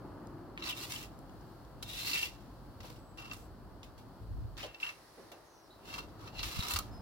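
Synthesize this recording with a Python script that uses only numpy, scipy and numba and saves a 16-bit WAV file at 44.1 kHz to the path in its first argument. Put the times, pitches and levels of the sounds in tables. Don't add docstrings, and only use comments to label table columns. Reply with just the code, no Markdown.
import sys
import numpy as np
from scipy import signal
from scipy.fft import rfft, irfft
from scipy.io import wavfile
from scipy.ndimage import uniform_filter1d
from numba import njit

SR = 44100
rng = np.random.default_rng(int(sys.argv[2]) if len(sys.argv) > 2 else 0)


def put_to_file(sound):
    columns = np.atleast_2d(sound).T
    safe = np.clip(columns, -1, 1)
    whole_steps = np.round(safe * 32767)
    wavfile.write(sys.argv[1], SR, whole_steps.astype(np.int16))


N = 309141
TIME = np.arange(N) / SR
FREQ = np.maximum(np.arange(N // 2 + 1) * SR / N, 1)

# f/Hz, level/dB
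TRAFFIC = [(59, -44), (100, 11.5), (118, 4.5), (214, -6), (313, -3.5), (395, -9.5), (468, -13),
           (1160, -19.5), (1590, -25.5), (2330, -35.5), (3000, -32.5), (3710, -36), (4390, -30),
           (6290, -42.5), (15600, -40.5)]
# t/s, level/dB
TRAFFIC_LEVEL = [(0.3, -55.5), (1.6, -58.5), (4.1, -60), (5.6, -62.5), (6.3, -56.5)]
RUMBLE_DB, LEAVES_DB = 3, -72.5
LULL_START_S, LULL_END_S, LULL_FALL_S, LULL_RETURN_S = 4.65, 6, 0.14, 0.4
LULL_WIND_DB, LULL_RUMBLE_DB = -15, -12
# f/Hz, level/dB
WIND = [(12, -29), (20, 1), (35, 1), (52, 7.5), (72, -3.5), (112, 1.5), (173, -20.5), (220, -10.5),
        (290, -4), (480, -120)]
# start/s, length/s, level/dB
GUSTS = [(4.18, 0.43, -44.5), (6.355, 0.16, -46), (6.563, 0.052, -41.5), (6.66, 0.4, -48)]
BREEZE_DB = -56
DRONE_DB, DRONE_HOLD_S, DRONE_FADE_S, DRONE_REST_DB = -57.5, 0.62, 0.3, -72
# t/s, level/dB, f/Hz, width/Hz of each of two equal resonances in a row
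TICKS = [(0.271, -54, 5900, 6000), (0.576, -33, 2070, 1590), (0.581, -37, 2090, 1400),
         (0.922, -30, 4200, 7000), (1.19, -52, 8000, 10000), (1.295, -54, 2600, 3000),
         (1.41, -55.5, 5400, 1200), (1.65, -58, 4180, 4000), (2.133, -24, 4300, 1400),
         (2.137, -30, 4400, 1400), (3.831, -46.5, 3200, 1800)]
TICK_DECAY_S = 0.0014
# blade ring/dB (ahead of the ring lift), sand hiss/dB, masonry/dB,
# contact resonance/dB
STROKES = [(0.587, 0.057, -55.5, 9, .003, -1, -12, 0, -3), (0.636, 0.067, -44, 4.5, .007, -8, -7.5, -7, 7),
           (0.765, 0.081, -48, 5.5, 0.024, -9, -2, -11, 5),
           (0.91, 0.13, -51.5, -9.5, 0.026, -5.5, 0.5, -11, -22),
           (1.886, 0.23, -44, 11.5, 0.021, -7, -4.5, -18.5, 9.5),
           (2.141, 0.12, -42.5, -6.5, 0.014, -1.5, -3.5, -22, -4),
           (2.835, 0.15, -63, -10, 0.011, -20, -4, -3, -3),
           (3.176, 0.17, -60, -7, .002, 1.5, -6.5, 2.5, -12),
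           (3.323, 0.14, -69, -14, 0.0054, -16, 5, -3, -7),
           (4.577, 0.074, -51.5, 0, 0.003, -13, -8.5, -8, -12),
           (4.653, 0.13, -73.5, -5, .006, 10, -1, -3, -10),
           (4.81, 0.11, -56, -5.5, 0.0073, -10, -4.5, -1, -17),
           (5.873, 0.089, -53, 8, 0.028, -5, -6.5, -1.5, -10),
           (5.981, 0.0099, -48, -1, .003, -16, -7.5, 0, 1),
           (6.197, 0.082, -61.5, 7.5, 0.021, -18, -7.5, 2.5, 0),
           (6.36, 0.043, -50, 11, 0.029, -0.5, -10, -10, 9),
           (6.428, 0.071, -45.5, 1, 0.0039, -13, -4.5, -13, -8),
           (6.506, 0.13, -47.5, -0.5, 0.016, -4, -4.5, -7.5, 3),
           (6.627, 0.043, -42, -1, 0.0059, -14, -7, -5, 4),
           (6.701, 0.07, -42.5, -6, 0.0097, -13, -2.5, -5, 7.5)]
LIFT_S = 0.019
DUST_DB, DUST_S = -16.5, 0.14
STICK_DB, CHATTER_DB = 1.1, 0.5
# blade ring/dB, sand hiss/dB; decay/s
CATCHES = [(0.623, -38.5, -7, -26, .005), (0.639, -35, -13, -13, .005), (0.661, -39, -12, -8, 0.0055),
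           (0.695, -39.5, -3, 7.5, 0.0057), (0.704, -56, 16, 4, .012), (0.725, -48, 7.5, 3, .007),
           (0.928, -49, 3, -7, 0.0046), (0.958, -56, 7, -7, 0.0044), (1.826, -36.5, -29, 0.5, 0.01),
           (2.132, -42.5, 11, -11, 0.0054), (2.15, -47, 8, -9, 0.0046), (2.169, -44, 17, -12, 0.0065),
           (2.19, -39, 7, 0, 0.0079), (2.229, -40, 9, 6, 0.0049), (2.804, -45.5, -26, -8, 0.0083),
           (2.901, -48.5, -21, 1, .004), (3.183, -55, 7, -10, .006), (3.313, -41.5, -3.5, -19, 0.007),
           (3.333, -44.5, -24, 2.5, 0.0092), (3.83, -54.5, -26, -2, 0.032), (3.978, -59, -24, 1.5, 0.03),
           (4.569, -46.5, -16, -11, 0.0041), (4.745, -47, -1, -21, .005), (4.8, -51, 5, -1, .006),
           (4.828, -49, 17, -17, 0.008), (4.837, -50.5, 13, -16, 0.0051), (4.865, -39, 8, -17, 0.0034),
           (4.891, -41.5, -5, -21, .007), (5.317, -50, -10, 0, 0.014), (5.94, -36, -7, -5, 0.0041),
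           (5.983, -37, -3, -18, 0.0044), (6.275, -46, -6.5, -11, 0.0096), (6.391, -33.5, -8, -22, 0.009),
           (6.431, -30.5, -15, -14, 0.0085), (6.625, -31.5, -14, -12, 0.0036),
           (6.683, -34, -8.5, 3, 0.0059), (6.708, -32, -4.5, 3, 0.0092), (6.736, -30.5, -14, 5, 0.0058),
           (6.76, -24.5, -21, -3, 0.0059), (6.766, -33, -14, 0, 0.0027), (6.788, -29, -22, 8, 0.0031)]
# f/Hz, left level/dB, right level/dB
RASP = [(300, -12, -13), (780, -11, -13), (1450, -6.5, -11), (1970, 0.5, -0.5), (2300, 1, -0.5),
        (3300, 2.5, -2.5), (3850, 1.5, 1), (4870, -6, -0.5), (5880, -6.5, -1), (6870, -10, -39),
        (7580, -8.5, -24), (7660, -32, -37), (14800, -43, -29)]
# f/Hz, left level/dB, right level/dB
HISS = [(3630, -29, -7), (7600, -3.5, 4), (9060, 2.5, -18), (11500, 2, -4), (15400, 1, -14)]
# f/Hz, width/Hz, level/dB
BLADE = [(2714, 43, -5), (2340, 240, -24.5)]
# f/Hz, width/Hz, level/dB
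MASONRY = [(985, 42, 9.5), (1134, 140, 0), (1223, 210, 5), (800, 58, 0)]
# t/s, f/Hz
CONTACT_PITCH = [(.63, 3950), (.675, 4400), (.70, 3500), (.78, 3700), (.83, 4400), (1.96, 3720),
                 (2.07, 4130), (2.14, 4600), (6.4, 4200), (6.62, 3950), (6.77, 4330)]
CONTACT_WIDTH_HZ, CONTACT_WANDER = 330, 0.018
CONTACT_LAG_S, BLADE_LAG_S = .00022, .000105
BLADE_FLEX_S = .00016
# t/s, f/Hz, level/dB, decay/s
SQUEAKS = [(0.624, 4040, -44, 0.017), (0.7, 3030, -34, 0.012), (0.815, 4370, -40, .005),
           (0.96, 3000, -33, 0.0056), (4.606, 2640, -38, 0.0071), (4.631, 3020, -38.5, 0.016),
           (4.889, 2210, -37, .008), (5.704, 3940, -58, 0.042), (6.391, 4300, -41, 0.013),
           (6.604, 3920, -30, 0.0071)]
SQUEAK_RISE_S, SQUEAK_WANDER = 0.00054, 0.037
# t/s, level/dB, f/Hz, width/Hz of each of two equal resonances in a row,
# swell/s, decay/s
THUDS = [(2.153, -41, 2360, 1000, .003, .016), (2.841, -48.5, 450, 550, 0.002, 0.012),
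         (2.901, -48, 450, 650, .001, 0.0078), (3.315, -48.5, 1140, 700, .001, 0.0068),
         (4.575, -54, 1660, 1840, 0.01, 0.082), (4.625, -44, 534, 420, 0.012, 0.018),
         (4.825, -51, 1790, 2000, 0.0051, 0.047), (5.168, -54, 356, 496, 0.012, 0.085),
         (5.314, -51.5, 550, 600, 0.0023, 0.044), (5.82, -57.5, 282, 316, 0.012, 0.46),
         (6.707, -41.5, 1280, 350, 0.00095, 0.0073), (6.759, -40, 1170, 448, .002, 0.014),
         (6.789, -41, 1260, 200, 0.0027, 0.0086)]
# start/s, length/s, first f/Hz, last f/Hz, level/dB, warble as a share of the pitch
BIRDS = [(2.88, .32, 8100, 7700, -76, .018), (3.34, .15, 7950, 7850, -76, .02),
         (5.44, .25, 6500, 5300, -67.5, .045), (6.91, .11, 5100, 5100, -60, .007)]
# t/s at the centre, level/dB, f/Hz, Gaussian width/s
BUMPS = [(4.322, -33.5, 75, 0.0057), (4.456, -35.5, 95, .007), (6.594, -24.5, 100, 0.0021),
         (6.758, -35.5, 82, 0.015)]
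# f/Hz, left level/dB, right level/dB
SWISH = [(700, -17, -23), (1400, -6, 3), (1860, 4, 5), (2270, -4, -1), (3210, -10, -6), (3960, 1, -1.5),
         (5440, -7, 1.5), (7150, -10, -9), (8200, -6, -32), (11000, -2, -29), (12400, -10, -18),
         (15500, -15, -25)]
SWISH_START_S, SWISH_END_S, SWISH_RISE_S, SWISH_FADE_S, SWISH_DB = 4.85, 5.21, 0.092, 0.48, -64
TOP_HZ = 15900


def undb(db):
    return 10 ** (np.asarray(db) / 20)


def unit(x):
    return x / np.sqrt(np.mean(np.abs(x) ** 2))


def colour(points, column=1):
    table = np.array(points)
    return undb(np.interp(np.log(FREQ), np.log(table[:, 0]), table[:, column]))


def stereo_colour(points):
    return np.array([colour(points, column=1), colour(points, column=2)])


def resonances(modes):
    return sum(undb(db) / (1 + 1j * (FREQ / hz - hz / FREQ) * hz / width) for hz, width, db in modes)


def shape(x, response):
    return irfft(rfft(x) * unit(response), N)


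def walk(rate):
    k = max(int(SR / rate), 1)
    steps = np.repeat(rng.standard_normal(N // k + 1), k)
    return 1.49 * uniform_filter1d(steps, k)[:N]


def stereo_noise(side):
    mid, apart = rng.standard_normal((2, N))
    return mid + side * apart * np.array([[1], [-1]])


def delayed(x, lag):
    return np.interp(TIME - lag, TIME, x)


def at_ports(left, right, lag):
    return np.array([np.roll(left, round(lag * SR)), right])


def lull():
    falling = (TIME - LULL_START_S) / LULL_FALL_S
    returning = (LULL_END_S - TIME) / LULL_RETURN_S
    return np.clip(np.minimum(falling, returning), 0, 1)


def outdoors():
    traffic_db = np.interp(TIME, *np.transpose(TRAFFIC_LEVEL))
    rumble_db = traffic_db + RUMBLE_DB + LULL_RUMBLE_DB * lull()
    far = colour(TRAFFIC)
    above_rumble, above_traffic = (1 / (1 + (hz / FREQ) ** 4) for hz in (430, 2200))
    rumble_band = far * (1 - above_rumble) / (1 + (130 / FREQ) ** 4)
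    rumble = shape(stereo_noise(side=0.045), rumble_band) * undb(rumble_db + walk(7.7))
    traffic = shape(stereo_noise(side=0.44), far * (above_rumble - above_traffic))
    traffic = traffic * undb(traffic_db + 0.24 * walk(3.83))
    leaves = shape(stereo_noise(side=1.0), far * above_traffic) * undb(LEAVES_DB + .7 * walk(3))
    return (rumble + traffic) * undb([[.7], [-.7]]) + leaves


def wind():
    strength = undb(BREEZE_DB + LULL_WIND_DB * lull())
    for start, length, db in GUSTS:
        along = np.clip((TIME - start) / length, 0, 1)
        strength = np.maximum(strength, undb(db) * np.sqrt(np.abs(np.sin(np.pi * along))))
    strength = strength * undb(1.0 * walk(13))
    turbulence = np.clip(strength / undb(-44.0), .55, 1)
    band = colour(WIND) / (1 + (FREQ / 220) ** 4) / (1 + (36 / FREQ) ** 6)
    return strength * shape(stereo_noise(side=turbulence), band)


def drone():
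    fade = np.exp(-np.maximum(TIME - DRONE_HOLD_S, 0) / DRONE_FADE_S)
    gain = undb(DRONE_DB) * fade + undb(DRONE_REST_DB)
    return gain * shape(stereo_noise(side=0.11), resonances([(325, 84, 0)]) ** 2)


def ticks():
    out = 0
    for s, db, hz, width in TICKS:
        snap = (TIME >= s) * np.exp(-np.abs(TIME - s) / TICK_DECAY_S)
        click = snap * np.sign(rng.standard_normal(N))
        out = out + undb(db) * shape(click, resonances([(hz, width, 0)]) ** 2)
    return at_ports(out, out, CONTACT_LAG_S)


def grit(rate, spread_db, smooth, scatter):
    size = undb(spread_db * np.minimum(rng.standard_exponential(N), 5))
    cracks = (rng.random(N) < rate / SR) * size * stereo_noise(side=scatter)
    return unit(unit(cracks) + smooth * unit(stereo_noise(side=scatter)))


def push(start, length, swell_db, creep):
    age = TIME - start
    after = np.maximum(age - length, 0)
    swell = undb(swell_db * (np.clip(age / length, 0, 1) - .5))
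    held = np.exp(np.minimum(age, 0) / creep) * swell
    return held * np.exp(-after / LIFT_S), held * undb(DUST_DB) * np.exp(-after / DUST_S)


def stroke_pressure():
    gains = np.zeros((5, N))
    for start, length, db, swell_db, creep, ring, hiss, masonry, contact in STROKES:
        blade, sand = push(start, length, swell_db, creep)
        drive = [
            blade + sand,
            blade * undb(ring),
            (blade + sand) * undb(hiss),
            blade * undb(masonry),
            blade * undb(contact),
        ]
        gains = np.maximum(gains, undb(db) * np.array(drive))
    return gains


def stroke_forces(pressure):
    stick_slip = unit(undb(STICK_DB * walk(120) + CHATTER_DB * walk(600)))
    grains = grit(rate=2400, spread_db=0.74, smooth=0.85, scatter=0.83)
    return np.array(pressure)[:, None] * stick_slip * grains


def catch_forces(rasp_db, ring_db, hiss_db, masonry_db):
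    gains = np.zeros((4, N))
    age = TIME[:SR // 8]
    for s, db, ring, hiss, decay in CATCHES:
        burst = np.exp(-age / decay) + 0.078 * np.exp(-age / 0.018)
        levels_db = db + np.array([rasp_db, ring + ring_db, hiss + hiss_db, masonry_db])
        start = int(s * SR)
        gains[:, start:start + len(burst)] += np.outer(undb(levels_db), burst)
    return gains[:, None] * grit(rate=7400, spread_db=3.5, smooth=0.97, scatter=0.86)


@njit
def moving_band(x, hz, width):
    out, band, low = np.empty(len(x)), 0., 0.
    for i in range(len(x)):
        g = np.tan(np.pi * hz[i] / SR)
        damping = width / hz[i]
        v = (band + g * (x[i] - low)) / (1 + g * (g + damping))
        band = 2 * v - band
        low = low + 2 * g * v
        out[i] = damping * v
    return out


def sliding_rasp(force, pressure, contact):
    hz = np.interp(TIME, *np.transpose(CONTACT_PITCH)) * (1 + CONTACT_WANDER * walk(60))
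    share = contact / (pressure + 1e-9)
    rasp = shape(force, stereo_colour(RASP))
    rasp = np.array([side + share * moving_band(side, hz, float(CONTACT_WIDTH_HZ)) for side in rasp])
    reflection_lag = .0021 + 0.00017 * walk(7)
    rasp = rasp + 0.47 * np.array([delayed(side, reflection_lag) for side in rasp])
    return rasp / np.sqrt(1 + 0.75 * share + 0.04 * share ** 2)


def blade_ring(force):
    bite = unit(undb(1.1 * walk(50)))
    radiation = resonances([(3070, 1200, 0)])
    ring = shape(bite * force.mean(axis=0), resonances(BLADE) * radiation)
    ring = delayed(ring, BLADE_FLEX_S * walk(35))
    return at_ports(ring, ring, BLADE_LAG_S)


def trowel():
    *pressure, contact = stroke_pressure()
    catches = catch_forces(rasp_db=-4.0, ring_db=0.5, hiss_db=-7.0, masonry_db=-14.0)
    rasp, ring, hiss, masonry = stroke_forces(pressure) + catches
    hiss = shape(hiss, stereo_colour(HISS))
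    masonry = shape(masonry, resonances(MASONRY) * resonances([(1170, 2100, 0)]))
    left, right = sliding_rasp(rasp, pressure[0], contact) + hiss + masonry
    return at_ports(left, right, CONTACT_LAG_S) + undb(4.5) * blade_ring(ring)


def squeaks():
    out = np.zeros(N)
    waver = 1 + SQUEAK_WANDER * walk(900)
    age = TIME[:SR // 8]
    for s, hz, db, decay in SQUEAKS:
        start = int(s * SR)
        span = slice(start, start + SR // 8)
        envelope = (1 - np.exp(-age / SQUEAK_RISE_S)) * np.exp(-age / decay)
        phase = 2 * np.pi * hz * np.cumsum(waver[span]) / SR
        out[span] += undb(db) * envelope * np.sin(phase)
    return at_ports(out, out, CONTACT_LAG_S)


def mortar():
    out = 0
    for s, db, hz, width, swell, decay in THUDS:
        age = np.maximum(TIME - s, 0)
        press = np.minimum(age / swell, 1) * np.exp(-np.maximum(age - 2 * swell, 0) / decay)
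        out = out + undb(db) * shape(press * stereo_noise(side=0.38), resonances([(hz, width, 0)]) ** 2)
    return out


def birds():
    out = 0
    for s, length, first_hz, last_hz, db, warble in BIRDS:
        along = np.clip((TIME - s) / length, 0, 1)
        hz = (first_hz + (last_hz - first_hz) * along) * (1 + warble * walk(1500))
        phase = 2 * np.pi * np.cumsum(hz) / SR
        flutter_db = 2 * walk(60)
        envelope = np.sqrt(np.abs(np.sin(np.pi * along)))
        whistle = np.sin(phase) + 0.13 * np.sin(2 * phase)
        out = out + undb(db + flutter_db) * envelope * whistle
    return out * np.ones((2, 1))


def bumps():
    out = 0
    for s, db, hz, width in BUMPS:
        age = TIME - s
        out = out + undb(db) * np.exp(-.5 * (age / width) ** 2) * np.cos(2 * np.pi * hz * age)
    return out


def swish():
    rise = np.minimum(TIME - SWISH_START_S, 0) / SWISH_RISE_S
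    fade = np.maximum(TIME - SWISH_END_S, 0) / SWISH_FADE_S
    fibres = unit(stereo_noise(side=1.0)) * undb(0.47 * walk(40))
    return undb(SWISH_DB) * np.exp(rise - fade) * shape(fibres, stereo_colour(SWISH))


def yard(x, t60, wet_db):
    tail = rng.standard_normal((2, N)) * undb(-60 * TIME / t60) * (TIME > .006)
    tail /= np.sqrt(np.sum(tail ** 2, axis=1, keepdims=True))
    tail = shape(tail, 1 / np.hypot(1, FREQ / 7000))[:, :SR // 2]
    return x + undb(wet_db) * signal.fftconvolve(x, tail, axes=1)[:, :N]


def scene():
    work = ticks() + trowel() + squeaks() + mortar() + swish()
    background = outdoors() + wind() + drone()
    return background + yard(work + birds(), t60=0.25, wet_db=-16.5) + bumps()


def record(dry):
    return signal.sosfilt(signal.ellip(10, .2, 70, TOP_HZ, fs=SR, output="sos"), dry)


dry = scene()
out = record(dry)
put_to_file(out)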